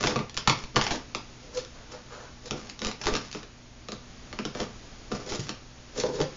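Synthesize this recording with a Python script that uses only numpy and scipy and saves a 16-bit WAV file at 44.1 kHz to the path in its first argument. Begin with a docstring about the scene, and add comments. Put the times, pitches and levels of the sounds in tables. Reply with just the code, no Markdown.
"""Sharp snaps and crackle, hollow knocks and soft puffs: a knife slits the tape of a cardboard box in a small room.
Snaps are short pulse and noise bursts; they knock the modes of the flap, and jerks of the flap puff air out.
Random grains make the tearing tape, the hand sliding over the board and the palm brushing the lid.
Late on, the blade judders along the side wall by stick and slip; mains hum and hiss lie below throughout."""
import sys
import numpy as np
from scipy import signal
from scipy.fft import rfft, irfft
from scipy.io import wavfile

SR = 44100
rng = np.random.default_rng(int(sys.argv[2]) if len(sys.argv) > 2 else 0)


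def int16_out(signal):
    """Quantize to a 16-bit WAV file."""
    q = np.round(np.clip(np.atleast_2d(signal).T, -1, 1) * 32767)
    wavfile.write(sys.argv[1], SR, q.astype(np.int16))


N = 280514  # samples


def from_db(db):
    """Decibel law: 20 dB is a factor of ten in amplitude."""
    return 10 ** (np.asarray(db) / 20)


def rms_one(x):
    """Normalisation to unit root mean square."""
    return x / np.sqrt(np.mean(x ** 2) + 1e-20)


def at_hz(points, hz):
    """Interpolation of a spectrum along a logarithmic frequency axis."""
    point_hz, values = np.array(points).T[:2]
    return np.interp(np.log(np.maximum(hz, 1)), np.log(point_hz), values)


def butter(x, hz, kind):
    """Second-order Butterworth filter, flat in its passband."""
    return signal.sosfilt(signal.butter(2, hz, kind, fs=SR, output="sos"), x)


def colour(x, spectrum):
    """Minimum-phase filter: folding the cepstrum makes the given spectrum causal."""
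    size = 8192
    log_gain = np.log(from_db(at_hz(spectrum, np.fft.rfftfreq(size, 1 / SR))))
    cepstrum = irfft(log_gain)
    cepstrum[1:size // 2] *= 2
    cepstrum[size // 2 + 1:] = 0
    impulse_response = irfft(np.exp(rfft(cepstrum)))
    return signal.fftconvolve(x, impulse_response)[:len(x)]


def drift(rate):
    """Slow random fluctuation of unit rms: lines between chance values, rate of them a second."""
    knots = np.arange(N) / SR * rate
    return rms_one(np.interp(knots, np.arange(4096), rng.standard_normal(4096)))


def clicks(times, sizes):
    """Impulsive forcing: one sample of the given size at each time."""
    out = np.zeros(N)
    at = np.round(np.asarray(times) * SR).astype(int)
    out[np.clip(at, 0, N - 1)] = sizes
    return out


def ring(force, hz, t60):
    """Damped resonator: a unit click starts an oscillation of height 1 that falls 60 dB in t60 seconds."""
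    r = from_db(-60 / (t60 * SR))
    w = 2 * np.pi * hz / SR
    return signal.lfilter([1, -r * np.cos(w)], [1, -2 * r * np.cos(w), r * r], force + 1e-18)


def body(force, modes):
    """Modal superposition: one force drives all modes in parallel, with alternating signs."""
    return sum((-1) ** k * from_db(db) * ring(force, hz, t60) for k, (hz, db, t60) in enumerate(modes))


def grains(per_s, spread_db):
    """Poisson process of tiny breaks: random moments and signs, most of them faint."""
    sizes = from_db(spread_db * np.minimum(rng.exponential(1, N), 3.5))
    signs = rng.choice([-1, 1], N)
    return sizes * signs * (rng.random(N) < per_s / SR)


def envelopes(rows, attack_s, release_s):
    """Exponential growth and decay around each gesture, added in power; one gain for each level column."""
    t, power = np.arange(N) / SR, 0
    for s, length_s, *levels_db in rows:
        before = np.maximum(s - t, 0)
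        after = np.maximum(t - s - length_s, 0)
        shape = np.exp(-before / attack_s - after / release_s)
        power = power + (from_db(levels_db)[:, None] * (shape + 1e-9)) ** 2
    return np.sqrt(power)


# Spectrum of the hiss and rumble. Each row: frequency in Hz, density in relative dB per Hz.
HISS_SPECTRUM = [(10, -11), (28, -1.5), (45, -11), (90, -13), (140, -14), (200, -17), (300, -16),
                 (450, -21), (800, -23.5), (1500, -26.5), (3000, -28), (6800, -28.5), (9000, -84)]
# Course of the background hiss. Each row: time in seconds, level in dB rms.
HISS_LEVEL = [(0, -51), (1.3, -47.5), (2.4, -49), (3.7, -50.5), (4.2, -47), (4.9, -46.5), (5.7, -49),
              (6.36, -44.5)]
# Components of the mains hum. Each row: frequency in Hz, mean level in dB rms.
HUM = [(59.5, -58), (119.5, -57), (242, -60)]


def background(waver_db=0.2):
    """Stationary noise and tones: filtered hiss at a slowly moving level, hum wavering in level and phase."""
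    t = np.arange(N) / SR
    hiss_gain = from_db(np.interp(t, *np.transpose(HISS_LEVEL)))
    hiss = hiss_gain * rms_one(colour(rng.standard_normal(N), HISS_SPECTRUM))
    hum = 0
    for hz, db in HUM:
        height = np.sqrt(2) * from_db(db + waver_db * drift(5.8))
        hum = hum + height * np.sin(2 * np.pi * hz * t + 0.13 * drift(2.3))  # phase wander in radians
    return hiss + hum


# Rips of the tape. Each row: start in seconds, length in seconds, crackle level in dB,
# box rustle level in relative dB.
RIPS = [(0.008, 0.018, -31, -32), (0.04, 0.052, -37, -32), (0.11, .025, -40, -34),
        (0.168, .035, -48.5, -34.5), (0.462, .008, -51, -55), (0.478, .004, -29.5, -38),
        (0.503, 0.019, -45.5, -36), (0.56, 0.078, -47, -50.5), (0.765, 0.015, -34, -31),
        (0.815, 0.028, -34.5, -42), (0.868, 0.01, -33, -36), (0.912, 0.041, -35, -34),
        (2.515, 0.03, -52, -36.5), (2.56, 0.13, -49, -53), (2.82, 0.074, -42, -38),
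        (3.01, 0.037, -42.5, -51), (3.072, 0.018, -37, -29), (3.118, 0.045, -37.5, -34),
        (3.19, 0.079, -48, -58), (3.345, 0.046, -46, -49.5), (4.555, 0.016, -41.5, -39.5),
        (4.6, 0.024, -39.5, -33), (5.12, 0.037, -40, -37), (5.195, 0.023, -44, -40),
        (5.32, 0.021, -42, -34), (5.465, 0.029, -44, -52)]
RIP_ATTACK_S, RIP_RELEASE_S = 0.0074, 0.016
# Colour of the crackle. Each row: frequency in Hz, gain in relative dB.
CRACKLE_SPECTRUM = [(300, -10), (900, -5.5), (1600, -7), (2600, -8.5), (4000, -10.5), (5500, -5.5),
                    (7000, -11), (9000, -14.5)]
# Modes of the top flap. Each row: frequency in Hz, strength in relative dB, 60 dB decay time in seconds.
FLAP_MODES = [(112, -15, 0.078), (143.2, -9.5, 0.12), (212.2, -5, 0.11), (253.5, -2.5, 0.073),
              (302.3, -2, 0.063), (349, -3.5, 0.064), (408, -4.5, 0.055), (510, -1.5, 0.049),
              (616, -8, 0.045), (703, -5, 0.037), (980, 2.5, 0.012), (1016, 2.5, 0.015), (1193, -7, 0.029),
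              (1368, -7.5, 0.033), (1456, -12.5, 0.022)]


def tearing(crackle_db=0, rustle_db=-1, sway_db=-10, clump_db=2.5):
    """Random fracture: clumps of tiny breaks crackle and shake the flap's modes; its sway fans the air."""
    crackle, rustle = envelopes(RIPS, RIP_ATTACK_S, RIP_RELEASE_S)
    fibres = grains(per_s=1300, spread_db=6.0) * from_db(clump_db * drift(200))
    top = from_db(crackle_db) * crackle * rms_one(colour(fibres, CRACKLE_SPECTRUM))
    shaking = fibres + grains(per_s=6000, spread_db=3.5)
    box = from_db(rustle_db) * rms_one(body(shaking, FLAP_MODES))
    air = from_db(sway_db) * rms_one(butter(rng.standard_normal(N), [12, 60], "band"))
    return top + rustle * (box + air)


# Jerks with which the flap gives way. Each row: time in seconds, level in relative dB.
JERKS = [(0.037, -49.5), (0.368, -31), (0.473, -30), (0.638, -32), (0.762, -27), (0.813, -29), (0.911, -28),
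         (2.509, -41.5), (2.862, -28.5), (3.06, -25.5), (3.125, -22), (4.599, -35.5), (5.322, -29),
         (6.209, -32)]
# Bumps of the box on the table. Each row: time in seconds, level in relative dB.
BUMPS = [(0.04, -29), (0.161, -24.5), (0.48, -16), (0.766, -21.5), (2.51, -34), (5.3929, -23),
         (6.203, -31.5)]


def puffs(puff_db=1, bump_db=0):
    """Damped resonance: jerks push air out in a very low swing, and bumps on the table thud."""
    s, level_db = np.transpose(JERKS)
    air = ring(clicks(s, from_db(level_db + puff_db)), hz=9, t60=0.12)
    s, level_db = np.transpose(BUMPS)
    thuds = ring(clicks(s, from_db(level_db + bump_db)), hz=131.7, t60=0.082)
    return butter(air, 160, "low") + butter(thuds, 500, "low")


# Snaps of tape and board. Each row: time in seconds, crack level in relative dB, crack pitch in Hz,
# box knock level in relative dB.
SNAPS = [(0.0391, -10.5, 2020, -15.5), (0.0614, -17, 4400, -52), (0.0718, -8, 3050, -37),
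         (0.1597, -16, 1580, -17.5), (0.164, -17, 1000, -34), (0.191, -20, 1500, -31),
         (0.2962, -26.5, 3800, -51), (0.3442, -26, 4970, -38.5), (0.3686, -16, 4200, -46),
         (0.3748, -10, 4160, -27.5), (0.4748, -4, 2600, -28.5), (0.4772, -4.5, 1090, -35),
         (0.497, -3.5, 2640, -17.5), (0.6392, -24, 2540, -39.5), (0.7599, -7.5, 3100, -43),
         (0.765, -5, 1280, -10), (0.7712, -16, 1090, -29), (0.8133, -8.5, 2640, -41),
         (0.867, -12, 1900, -33), (0.9085, -13.5, 1470, -27), (0.9204, -17, 4360, -31.5),
         (1.1488, -13, 3020, -22), (1.649, -28.5, 4600, -48), (2.5095, -14.5, 3700, -24),
         (2.6979, -23, 4300, -42), (2.7923, -22.5, 5630, -52), (2.8184, -18, 3400, -25.5),
         (2.8481, -14, 3600, -53), (2.869, -15.5, 4200, -29), (2.914, -20.5, 3700, -40),
         (3.038, -23, 2980, -37), (3.0574, -16.5, 3500, -28), (3.0689, -9, 2120, -29),
         (3.139, -16, 2600, -21), (3.1527, -12.5, 2720, -39), (3.3145, -26, 5500, -59),
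         (3.3283, -22, 4500, -55), (3.349, -23.5, 1100, -22.5), (3.431, -28.5, 2020, -36.5),
         (3.886, -22.5, 3160, -26), (3.9198, -20, 3360, -26.5), (4.3284, -23, 1720, -28),
         (4.3893, -18, 1640, -20.5), (4.4523, -17, 3340, -20), (4.5501, -23.5, 1200, -23.5),
         (4.6027, -17.5, 3200, -25.5), (5.1172, -25.5, 2300, -18.5), (5.3218, -24, 2800, -46),
         (5.349, -22, 4030, -49), (5.493, -15.5, 3740, -25.5), (5.979, -28, 5500, -46),
         (6.036, -22.5, 3500, -37), (6.2031, -18.5, 3000, -41.5), (6.215, -15.5, 3770, -53)]
# Colour shared by all cracks. Each row: frequency in Hz, gain in relative dB.
CRACK_SPECTRUM = [(300, -12.5), (800, 11.5), (1500, 3), (2600, 3), (4000, 2), (5500, 3.5), (7000, -1),
                  (12000, 3.5)]
CUTOFF_HZ = 7150  # upper limit of the microphone


def cracks(bursts, level_db, width=2.22):
    """Band-limited impulse radiation: each snap's burst is filtered around its pitch and set by its energy."""
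    out = np.zeros(N + SR)
    for (s, crack_db, hz, _), burst in zip(SNAPS, bursts):
        band = [hz / width, min(hz * width, .4 * SR)]
        burst = signal.lfilter(*signal.butter(1, band, "band", fs=SR), burst)
        burst = butter(burst, hz / 5, "high")
        passed = np.linalg.norm(butter(burst, CUTOFF_HZ, "low"))  # root energy below the cutoff
        at = int(s * SR)
        out[at:at + len(burst)] += from_db(crack_db + level_db) * burst / passed
    return colour(out[:N], CRACK_SPECTRUM)


def pulse_clusters(gap_s=.0007, loss_db=5.5, count=3):
    """Pulse cluster: each snap is a few sharp clicks about a millisecond apart, each weaker than the last."""
    gaps = gap_s * rng.uniform(.5, 1.5, (len(SNAPS), count))
    pulses = np.zeros((len(SNAPS), SR // 40))
    for pulse, gap in zip(pulses, gaps):
        at = ((np.cumsum(gap) - gap[0]) * SR).astype(int) % len(pulse)
        pulse[at] = rng.choice([-1, 1], count) * from_db(-loss_db * np.arange(count))
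    return cracks(pulses, level_db=5.5)


def splinters(splinter_s=.0016):
    """Decaying noise burst: the broken edge splinters for a few milliseconds."""
    t = np.arange(SR // 40) / SR
    noise = rng.standard_normal((len(SNAPS), len(t)))
    return cracks(noise * np.exp(-t / splinter_s) * (t > .0003), level_db=-2.0)


def knocks(knock_db=-9, scatter_db=2.0):
    """Modal excitation by impact: each snap strikes every flap mode with a strength of its own."""
    s, _, _, level_db = np.transpose(SNAPS)
    scatter = scatter_db * rng.standard_normal((len(s), len(FLAP_MODES)))
    sizes = from_db(level_db[:, None] + knock_db + scatter)
    rings = 0
    for k, (hz, db, t60) in enumerate(FLAP_MODES):
        rings = rings + (-1) ** k * from_db(db) * ring(clicks(s, sizes[:, k]), hz, t60)
    return butter(rings, 2500, "low")


# Strokes of hand and blade on the board. Each row: start in seconds, length in seconds,
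# friction hiss level in dB, wall drone level in relative dB.
STROKES = [(1.44, 0.057, -57, -54), (1.555, 0.045, -43.5, -46.5), (1.925, 0.024, -52, -49),
           (2.462, 0.015, -41, -46), (5.28, 0.038, -42, -40), (5.352, 0.0057, -36.5, -51),
           (5.395, .008, -42, -42.5), (5.435, .006, -41.5, -58), (5.978, .035, -37, -34.5),
           (6.048, 0.019, -44.5, -32), (6.09, 0.014, -53, -33), (6.145, 0.077, -43.5, -37),
           (6.216, 0.013, -40, -27), (6.25, 0.018, -66, -48)]
STROKE_ATTACK_S, STROKE_RELEASE_S = 0.017, 0.0064
# Colour of the friction. Each row: frequency in Hz, gain in relative dB.
FRICTION_SPECTRUM = [(300, -5.5), (800, -15), (1400, -4.5), (2300, -9.5), (3500, -6), (5500, -2),
                     (7000, -5.5), (9000, -20.5)]
# Sticking and slipping of the blade in the side wall. Each row: time in seconds, level in relative dB.
SLIPS = [(5.980, -24.5), (6.036, -14.5), (6.062, -28), (6.092, -25), (6.19, -22), (6.2032, -13.5),
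         (6.215, -24)]
# Modes of the side wall. Each row: frequency in Hz, strength in relative dB, 60 dB decay time in seconds.
WALL_MODES = [(146, -13, 0.098), (236, -6.5, 0.036), (274, -10.5, 0.08), (320, -14, 0.094),
              (394, -3, 0.033), (506.5, -3.5, 0.076), (570, -10.5, 0.037), (613, -13, 0.1),
              (795, -10, 0.022), (980, -9, 0.02), (1480, -14, 0.011)]


def sliding(hiss_db=0, drone_db=-1, slip_db=-2, contact_hz=2500, catch_db=4.5):
    """Stick-slip friction: fine contacts hiss on the board, and slips set the side wall's modes droning."""
    hiss, drone = envelopes(STROKES, STROKE_ATTACK_S, STROKE_RELEASE_S)
    contacts = colour(grains(per_s=7600, spread_db=2.5), FRICTION_SPECTRUM)
    rub = rms_one(contacts * from_db(catch_db * drift(220)))
    judder = rms_one(body(grains(per_s=900, spread_db=3.0), WALL_MODES))
    s, level_db = np.transpose(SLIPS)
    slips = body(clicks(s, from_db(level_db + slip_db)), WALL_MODES)
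    slips = butter(slips, contact_hz, "low")
    return from_db(hiss_db) * hiss * rub + from_db(drone_db) * drone * judder + slips


# Brushes of a palm over the lid. Each row: start in seconds, length in seconds, level in dB.
BRUSHES = [(1.56, 0.038, -54.5), (1.76, .06, -56), (1.935, 0.022, -48), (2.125, 0.021, -46),
           (2.18, 0.076, -49)]
BRUSH_ATTACK_S, BRUSH_RELEASE_S = 0.027, 0.028
# Colour of skin on cardboard. Each row: frequency in Hz, gain in relative dB.
PALM_SPECTRUM = [(200, -23.5), (500, 5.5), (800, 0.5), (1450, 0.5), (1900, -9.5), (3000, -12.5),
                 (7000, -13), (9000, -44)]


def brushing():
    """Soft-contact friction: skin on cardboard gives a dull, finely grained rub."""
    pressure, = envelopes(BRUSHES, BRUSH_ATTACK_S, BRUSH_RELEASE_S)
    return pressure * rms_one(colour(grains(per_s=2900, spread_db=5.0), PALM_SPECTRUM))


# Squeaks of fingertips on the side wall. 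Each row: centre in seconds, Gaussian width in seconds,
# mean slip rate per second, level in dB.
SQUEAKS = [(1.574, .022, 485, -37), (1.948, .02, 500, -50), (2.472, .012, 490, -47)]


def squeaking(jitter=0.0391):
    """Near-periodic stick-slip: a dragged fingertip slips almost evenly, near a resonance of the wall."""
    t, out = np.arange(N) / SR, 0
    for s, width_s, hz, db in SQUEAKS:
        cycles = np.cumsum(hz * (1 + jitter * drift(150))) / SR
        pulses = np.diff(np.floor(cycles), prepend=0)  # one slip per completed cycle
        squeak = rms_one(butter(body(pulses, WALL_MODES), [250, 1600], "band"))
        out = out + from_db(db) * np.exp(-((t - s) / width_s) ** 2) * squeak
    return out


# Decay of the room. Each row: frequency in Hz, 60 dB decay time in seconds.
ROOM_T60 = [(100, 0.43), (260, 0.24), (700, 0.28), (1840, 0.3), (4850, 0.27), (7500, 0.16)]


def echo(early_db=-5, early_s=0.0075, tail_db=-3):
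    """Reverberation: table and box scatter sound at once; the walls' tail dies band by band."""
    t = np.arange(SR // 2) / SR
    edges = np.geomspace(90, 11520, 8)  # band edges in Hz
    tail = 0
    for lo, hi in zip(edges, edges[1:]):
        decay = from_db(-60 * t / at_hz(ROOM_T60, np.sqrt(lo * hi)))
        tail = tail + butter(rng.standard_normal(len(t)), [lo, hi], "band") * decay
    tail = tail * np.clip((t - .003) / 0.0038, 0, 1)  # fades in after the early scatter has begun
    early = butter(rng.standard_normal(len(t)), [150, 11000], "band")
    early = early * np.exp(-t / early_s) * (t > .001)
    mix = from_db(tail_db) * rms_one(tail) + from_db(early_db) * rms_one(early)
    return mix / np.sqrt(2 * len(t))


def room(x, count=5):
    """Blended reverberation: several random echoes of one small room, in drifting shares, give an even tail."""
    shares = np.array([drift(25) for _ in range(count)]) ** 2
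    shares = shares / np.linalg.norm(shares, axis=0)
    return sum(signal.fftconvolve(x * share, echo())[:N] for share in shares)


def scene():
    """Linear superposition: the box and its echo in the room, the dry splintering and the background."""
    box = tearing() + puffs() + pulse_clusters() + knocks() + sliding() + brushing() + squeaking()
    return (box + room(box) + splinters() + background())[None]


def record(dry):
    """Saturation and band-limiting: a narrow-band microphone rounds high peaks and cuts the top steeply."""
    rounded = .9 * np.tanh(dry / .9)
    low_pass = signal.ellip(8, .4, 56, CUTOFF_HZ, fs=SR, output="sos")  # ripple, stopband in dB
    return signal.sosfilt(low_pass, rounded)


dry = scene()
out = record(dry)
int16_out(out)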